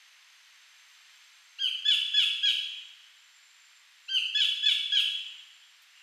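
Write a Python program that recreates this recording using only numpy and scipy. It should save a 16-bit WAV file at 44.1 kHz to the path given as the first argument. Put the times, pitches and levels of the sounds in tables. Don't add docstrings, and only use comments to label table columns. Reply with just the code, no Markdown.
import sys
import numpy as np
from scipy import signal
from scipy.fft import rfft, irfft
from scipy.io import wavfile
from scipy.ndimage import uniform_filter1d

SR = 44100
rng = np.random.default_rng(int(sys.argv[2]) if len(sys.argv) > 2 else 0)


def dump_mix(stems):
    frames = np.atleast_2d(stems).T
    limited = np.clip(frames, -1, 1)
    pcm = np.round(limited * 32767).astype(np.int16)
    wavfile.write(sys.argv[1], SR, pcm)


def convert_level_to_amplitude(level_db):
    exponent = np.asarray(level_db, float) / 20
    return 10 ** exponent


N = 265746


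def rms_one(x):
    return x / np.sqrt(np.mean(x ** 2) + 1e-20)


def at_hz(points, hz, column=1):
    points = np.array(points)
    return np.interp(np.log(hz), np.log(points[:, 0]), points[:, column])


def drift(rate_hz, size=N):
    r = np.exp(-2 * np.pi * rate_hz / SR)
    smoother = [[0.93, 0.017, 0.011, 1, -2 * r, r * r]]
    settled = signal.sosfilt(smoother, rng.standard_normal(size + SR))[SR:]
    return rms_one(settled)


def shaped_noise(spectrum, size=N):
    hz = np.maximum(np.arange(size // 2 + 1) * SR / size, 1)
    return irfft(rfft(rng.standard_normal(size)) * convert_level_to_amplitude(at_hz(spectrum, hz)), size)


def filtered(x, order, cut_hz, kind):
    return signal.sosfilt(signal.butter(order, cut_hz, kind, fs=SR, output="sos"), x)


def kingfisher():
    # start_s, held_s, top_pitch_hz, level_db, half_lines_db
    lead_notes = [
        (1.583, 0.041, 1623, -30.5, -17.5),
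        (4.079, 0.051, 1580, -28.5, -15.5),
    ]
    full_notes = [
        (1.841, 0.0657, 1726, -27, -1.2),
        (2.128, .065, 1711, -26.5, -0.83),
        (2.418, 0.058, 1662, -27.5, 2),
        (4.335, 0.073, 1720, -26.5, 0.65),
        (4.619, .067, 1727, -27, 1.8),
        (4.910, 0.0555, 1671, -27, -0.29),
    ]
    lead_glide = (.14, .24, .035, .07, 0, .125, .4)
    full_glide = (.2, .14, .018, .15, .068, .125, .2)
    # stage, effort_db
    lead_effort = [(0, -33), (.1, -10.5), (.4, -8), (1, -1), (1.62, 4.5), (1.8, -6), (2, -20)]
    full_effort = [(0, -44.5), (.17, -7), (.3, 1), (1, 1.91), (1.66, 1.5), (1.751, -2), (1.92, -2.5),
                   (1.999, -23)]
    # onset_db, held_db, after_break_db, end_db
    lead_bill = [(-5, 1.5, -5, -12), (-3, 5, -4, -11), (-31.5, -16, -2, -12)]
    full_bill = [(-9, 4, -7, -9.5), (-1, 0.5, -9, -16), (-22, -15, -6, -1.5)]
    # set_in_s, then half lines before_db, set_in_db, break_db, after_db, end_db,
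    # and quarter_under_half_db
    lead_doubling = (-0.8, -18, -13.5, -21, -20, -20, -10.5)
    full_doubling = (0.04, -32, -0.31, -9, 0, -15, -23.5)
    # stage, width_stages, change_db
    full_catches = [
        (1.072, 0.04, -3),
        (1.54, 0.0604, -3),
    ]

    # length in s, pitch in Hz it is scaled on
    lead = dict(glide=lead_glide, push=lead_effort, catches=[], bill=lead_bill, doubling=lead_doubling,
                fall_s=0.071, fall_hz=1610, rasp_db=-37)
    full = dict(glide=full_glide, push=full_effort, catches=full_catches, bill=full_bill,
                doubling=full_doubling, fall_s=0.052, fall_hz=1725, rasp_db=-30)
    out = np.zeros(N)
    for kind, notes in [(lead, lead_notes), (full, full_notes)]:
        for start_s, *controls in notes:
            sound = note(*controls, **kind)
            start = round(start_s * SR)
            out[start:start + len(sound)] += sound
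    return filtered(out + 1e-18, 6, 900, "high")


def note(held_s, top_hz, level_db, half_db, glide, push, catches, bill, doubling, fall_s, fall_hz, rasp_db):
    # frequency_hz, level_db
    throat = [(800, -60), (1300, -20.5), (1700, -16.5), (2050, -19), (2350, -7), (2800, -2), (3450, 2.5),
              (3800, -9.5), (4250, -12), (5200, -21.5), (6900, -25), (7800, -30.5), (9100, -29),
              (10200, -36), (13500, -37.5)]
    jitter, shimmer_db, wobble_db = 0.00605, 2.0, 3.5
    t = np.arange(int((held_s + fall_s) * SR)) / SR
    stage = np.interp(t, [0, held_s, held_s + fall_s], [0, 1, 2])
    unsteady = 0.352 + np.clip(stage - 0.8, 0, 1)

    effort_db = np.interp(stage, *np.transpose(push))
    for catch_at, catch_width, catch_db in catches:
        effort_db = effort_db + catch_db * np.exp(-((stage - catch_at) / catch_width) ** 2)

    scale_hz = np.interp(stage, [1, 1.15], [top_hz, fall_hz])
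    pitch = scale_hz * pitch_ratio(stage, *glide)
    pitch = pitch * (1 + jitter * unsteady * drift(110, size=len(t)))
    turns = np.cumsum(pitch) / SR

    order = np.arange(2, 49)[:, None] / 4
    hz = order * pitch
    source_db = line_levels(order, stage, bill, doubling, held_s, half_db)
    moments = np.arange(0, t[-1] + 0.01, 0.007)
    chances = rng.standard_normal((len(order), len(moments)))
    wobble = np.array([np.interp(t, moments, row) for row in chances])
    source_db = source_db + wobble_db * unsteady * wobble
    gains = convert_level_to_amplitude(source_db + at_hz(throat, hz)) * (hz < 0.45 * SR)
    start_turns = rng.random((len(order), 1))
    lines = gains * np.sin(2 * np.pi * (order * turns + start_turns))

    voice = lines.sum(axis=0) + rasp_of_air(stage, turns, rasp_db)
    shimmer = shimmer_db * unsteady * drift(110, size=len(t))
    return convert_level_to_amplitude(level_db + 2.5 + effort_db + shimmer) * voice


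def pitch_ratio(stage, scoop, snap_at, snap_width, arch, drop, glide, collapse):
    arch_top, break_at, break_width, collapse_at = 0.62, 1.02, 0.05, 1.61
    below = scoop / (1 + np.exp((stage - snap_at) / snap_width))
    below = below + arch * (np.minimum(stage, 1) - arch_top) ** 2
    fall = drop / (1 + np.exp((break_at - stage) / break_width))
    fall = fall + glide * np.maximum(stage - 1, 0)
    return 1 - below - fall - collapse * np.maximum(stage - collapse_at, 0)


def line_levels(order, stage, bill, doubling, held_s, half_db):
    lowest, middle, top = [np.interp(stage, [0.1, 0.2, 1, 1.12, 2], [a, b, b, c, d]) for a, b, c, d in bill]
    sets_in_s, *halves_db, quarter_db = doubling
    sets_in = sets_in_s / held_s
    halves = half_db + np.interp(stage, [sets_in - 0.1, sets_in, 1, 1.12, 2], halves_db)
    between = halves + np.where(order % 0.5 == 0, 0, quarter_db)
    levels = np.where(order % 1 == 0, 0, between)
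    levels = levels + (order == 1) * lowest
    levels = levels + np.isin(order, [3, 4]) * middle
    levels = levels + (order > 4.6) * top
    levels = levels - 7.5 * ((order % 2 == 1) & (order > 4))
    levels = levels - 4.5 * (order == 3 / 2)
    return levels - 4 * ((order % 1 > 0) & (order > 3.2 + 0.4 * (stage < 1)))


def rasp_of_air(stage, turns, rasp_db):
    # frequency_hz, level_db
    rasp_colour = [(1500, -50.5), (2200, -23.5), (3200, -9.5), (4500, 5), (7000, -14.5), (9000, -3),
                   (12000, -23), (15500, -32)]
    gate = 1 + np.cos(np.pi * turns)
    comes_in = np.clip((stage - 0.7) / 0.5, 0, 1)
    return convert_level_to_amplitude(rasp_db) * comes_in * gate * rms_one(shaped_noise(rasp_colour, size=len(stage)))


def side_on(x):
    high = signal.butter(2, 4500, "high", fs=SR, output="sos")
    return x - 0.389 * signal.sosfiltfilt(high, x)


def sharp_clicks():
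    # time_s, peak_db
    click_times = [
        (4.3925, -46),
        (4.6475, -46),
    ]
    return dry_ticks(click_times, decay_s=0.0003, low_hz=8000)


def dry_ticks(ticks, decay_s, low_hz):
    t = np.arange(N) / SR
    burst = 0
    for start_s, peak_db in ticks:
        burst = burst + convert_level_to_amplitude(peak_db) * np.exp(-np.clip((t - start_s) / decay_s, 0, 100)) * (t >= start_s)
    return burst * filtered(rng.standard_normal(N), 3, low_hz, "high")


def forest(x):
    # frequency_hz, time_to_fall_60_db_s, level_db
    scattering = [(1268, .9, -2), (1976, 0.46, -11), (2638, 1.124, 3), (3480, 1.023, -2),
                  (5360, 0.88, -1.5), (6780, 0.95, 0.5), (9800, 0.677, 3.5), (15000, 0.44, 3.5)]
    build_s = 0.0016
    t = np.arange(2 * SR) / SR
    borders_hz = 900 * 2 ** np.arange(0, 4.3, 1 / 3)
    tail = 0
    for low_hz, high_hz in zip(borders_hz, borders_hz[1:]):
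        hz = np.sqrt(low_hz * high_hz)
        band = filtered(rng.standard_normal(len(t)), 2, [low_hz, high_hz], "band")
        fall = convert_level_to_amplitude(-60 * t / at_hz(scattering, hz)) * (1 - np.exp(-t / build_s))
        fall = fall / np.sqrt(np.sum(fall ** 2))
        tail = tail + convert_level_to_amplitude(at_hz(scattering, hz, column=2)) * band * fall
    return signal.fftconvolve(x, tail)[:N]


def far_insects():
    # start_s, end_s, start_level_db, end_level_db
    low_insect = [
        (-1, 1.6, -72, -72),
        (1.6, 7, -84, -84),
    ]
    high_insect = [
        (-1, .7, -84, -79),
        (.9, 7, -74.5, -76),
    ]
    phrasing_insect = [
        (2.62, 2.9, -77, -69),
        (3.2, 3.8, -69, -68.5),
        (4.06, 4.62, -67, -72),
        (5.1, 5.68, -66, -69.5),
        (5.97, 7, -71, -67),
    ]
    steady = dict(swell_db_per_s=20, die_db_per_s=8, throb_hz=52, depth=0.4)
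    out = shrill(low_insect, hz=6280, width_hz=230, **steady)
    out = out + shrill(high_insect, hz=7480, width_hz=220, **{**steady, "throb_hz": 55})
    return out + shrill(phrasing_insect, hz=7280, width_hz=120, swell_db_per_s=200, die_db_per_s=220,
                        throb_hz=55, depth=0.6)


def shrill(spells, swell_db_per_s, die_db_per_s, hz, width_hz, throb_hz, depth):
    r = np.exp(-np.pi * width_hz / SR)
    ringing = [1, 0, -1, 1, -2 * r * np.cos(2 * np.pi * hz / SR), r * r]
    beat = np.sin(2 * np.pi * np.cumsum(throb_hz * (1 + 0.044 * drift(3.9))) / SR)
    tone = signal.sosfilt([ringing, ringing], rng.standard_normal(N))
    return in_time(spells, swell_db_per_s, die_db_per_s) * rms_one(tone * (1 + depth * beat))


def in_time(spells, swell_db_per_s, die_db_per_s):
    t = np.arange(N) / SR
    gain = 0
    for start_s, end_s, start_db, end_db in spells:
        held_db = np.interp(t, [start_s, end_s], [start_db, end_db])
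        before_db = swell_db_per_s * np.maximum(start_s - t, 0)
        after_db = die_db_per_s * np.maximum(t - end_s, 0)
        gain = gain + convert_level_to_amplitude(held_db - before_db - after_db)
    return gain


def far_bird():
    # start_s, end_s, start_level_db, end_level_db
    far_call = [
        (5.96, 7, -61, -60),
    ]
    return shrill(far_call, swell_db_per_s=630, die_db_per_s=630, hz=2794, width_hz=400, throb_hz=30, depth=0.25)


def twig():
    # time_s, peak_db
    twig_ticks = [
        (5.82, -55),
        (5.826, -58),
        (5.834, -57),
        (5.844, -66),
    ]
    return dry_ticks(twig_ticks, decay_s=0.003, low_hz=9000)


def rustles():
    # time_s, length_s, level_db
    stirs = [
        (.8, .04, -79),
        (.885, .06, -75),
        (.945, .03, -79),
        (1.15, .04, -78),
        (1.21, .05, -78),
        (3.95, .12, -77),
        (5.88, .08, -77),
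    ]
    t = np.arange(N) / SR
    swell = 0
    for middle_s, length_s, stir_db in stirs:
        swell = swell + convert_level_to_amplitude(stir_db) * np.exp(-2 * np.minimum(((t - middle_s) / length_s) ** 2, 100))
    grains = rng.standard_normal(N) * convert_level_to_amplitude(3 * drift(300))
    return swell * filtered(grains, 2, 5000, "high")


def foliage():
    # frequency_hz, level_db_per_hz
    hiss_colour = [(35, -67.5), (150, -45), (300, -44), (430, -28.5), (930, -9.5), (1870, 1), (3000, 1),
                   (4520, -3.5), (5700, -7.5), (6400, -8.5), (6700, -12.5), (7400, -13.5), (8000, -16),
                   (14500, -23)]
    hiss_db, fade_db_per_s, patchy_db = -77, 0.13, 0.4
    gust_s, gust_length_s, gust_db = 1.14, 0.3, 1.3
    t = np.arange(N) / SR
    hiss = shaped_noise(hiss_colour)
    low_part = filtered(hiss, 4, [500, 1100], "band")
    gust = gust_db * np.exp(-((t - gust_s) / gust_length_s) ** 2)
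    breeze_db = hiss_db - fade_db_per_s * t + gust
    return hiss / np.std(low_part) * convert_level_to_amplitude(breeze_db + patchy_db * drift(1.3))


def scene():
    bird = kingfisher()
    near = side_on(bird) + forest(bird) + sharp_clicks()
    behind = far_insects() + far_bird() + twig() + rustles() + foliage()
    return (near + behind)[None]


def band_of(x, low_hz, high_hz):
    hz = np.arange(N // 2 + 1) * SR / N
    return irfft(rfft(x) * ((hz >= low_hz) & (hz < high_hz)), N)


def top_cut(x):
    return signal.sosfilt(signal.butter(12, 15640, fs=SR, output="sos"), x)


def record(dry):
    # from_hz, to_hz, threshold_db
    top_bands = [
        (14300, 15000, -78.2),
        (15000, 15700, -71),
    ]
    frame = np.arange(N) // 1024
    treble = np.bincount(frame, band_of(dry[0], 11000, 14300) ** 2) / np.bincount(frame)
    out = band_of(dry[0], 0, top_bands[0][0])
    for low_hz, high_hz, threshold_db in top_bands:
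        is_open = (treble > convert_level_to_amplitude(threshold_db) ** 2)[frame]
        opened = uniform_filter1d(1.0 * is_open, size=256)
        out = out + opened * band_of(dry[0], low_hz, high_hz)
    return top_cut(out[None])


dry = scene()
out = record(dry)
dump_mix(out)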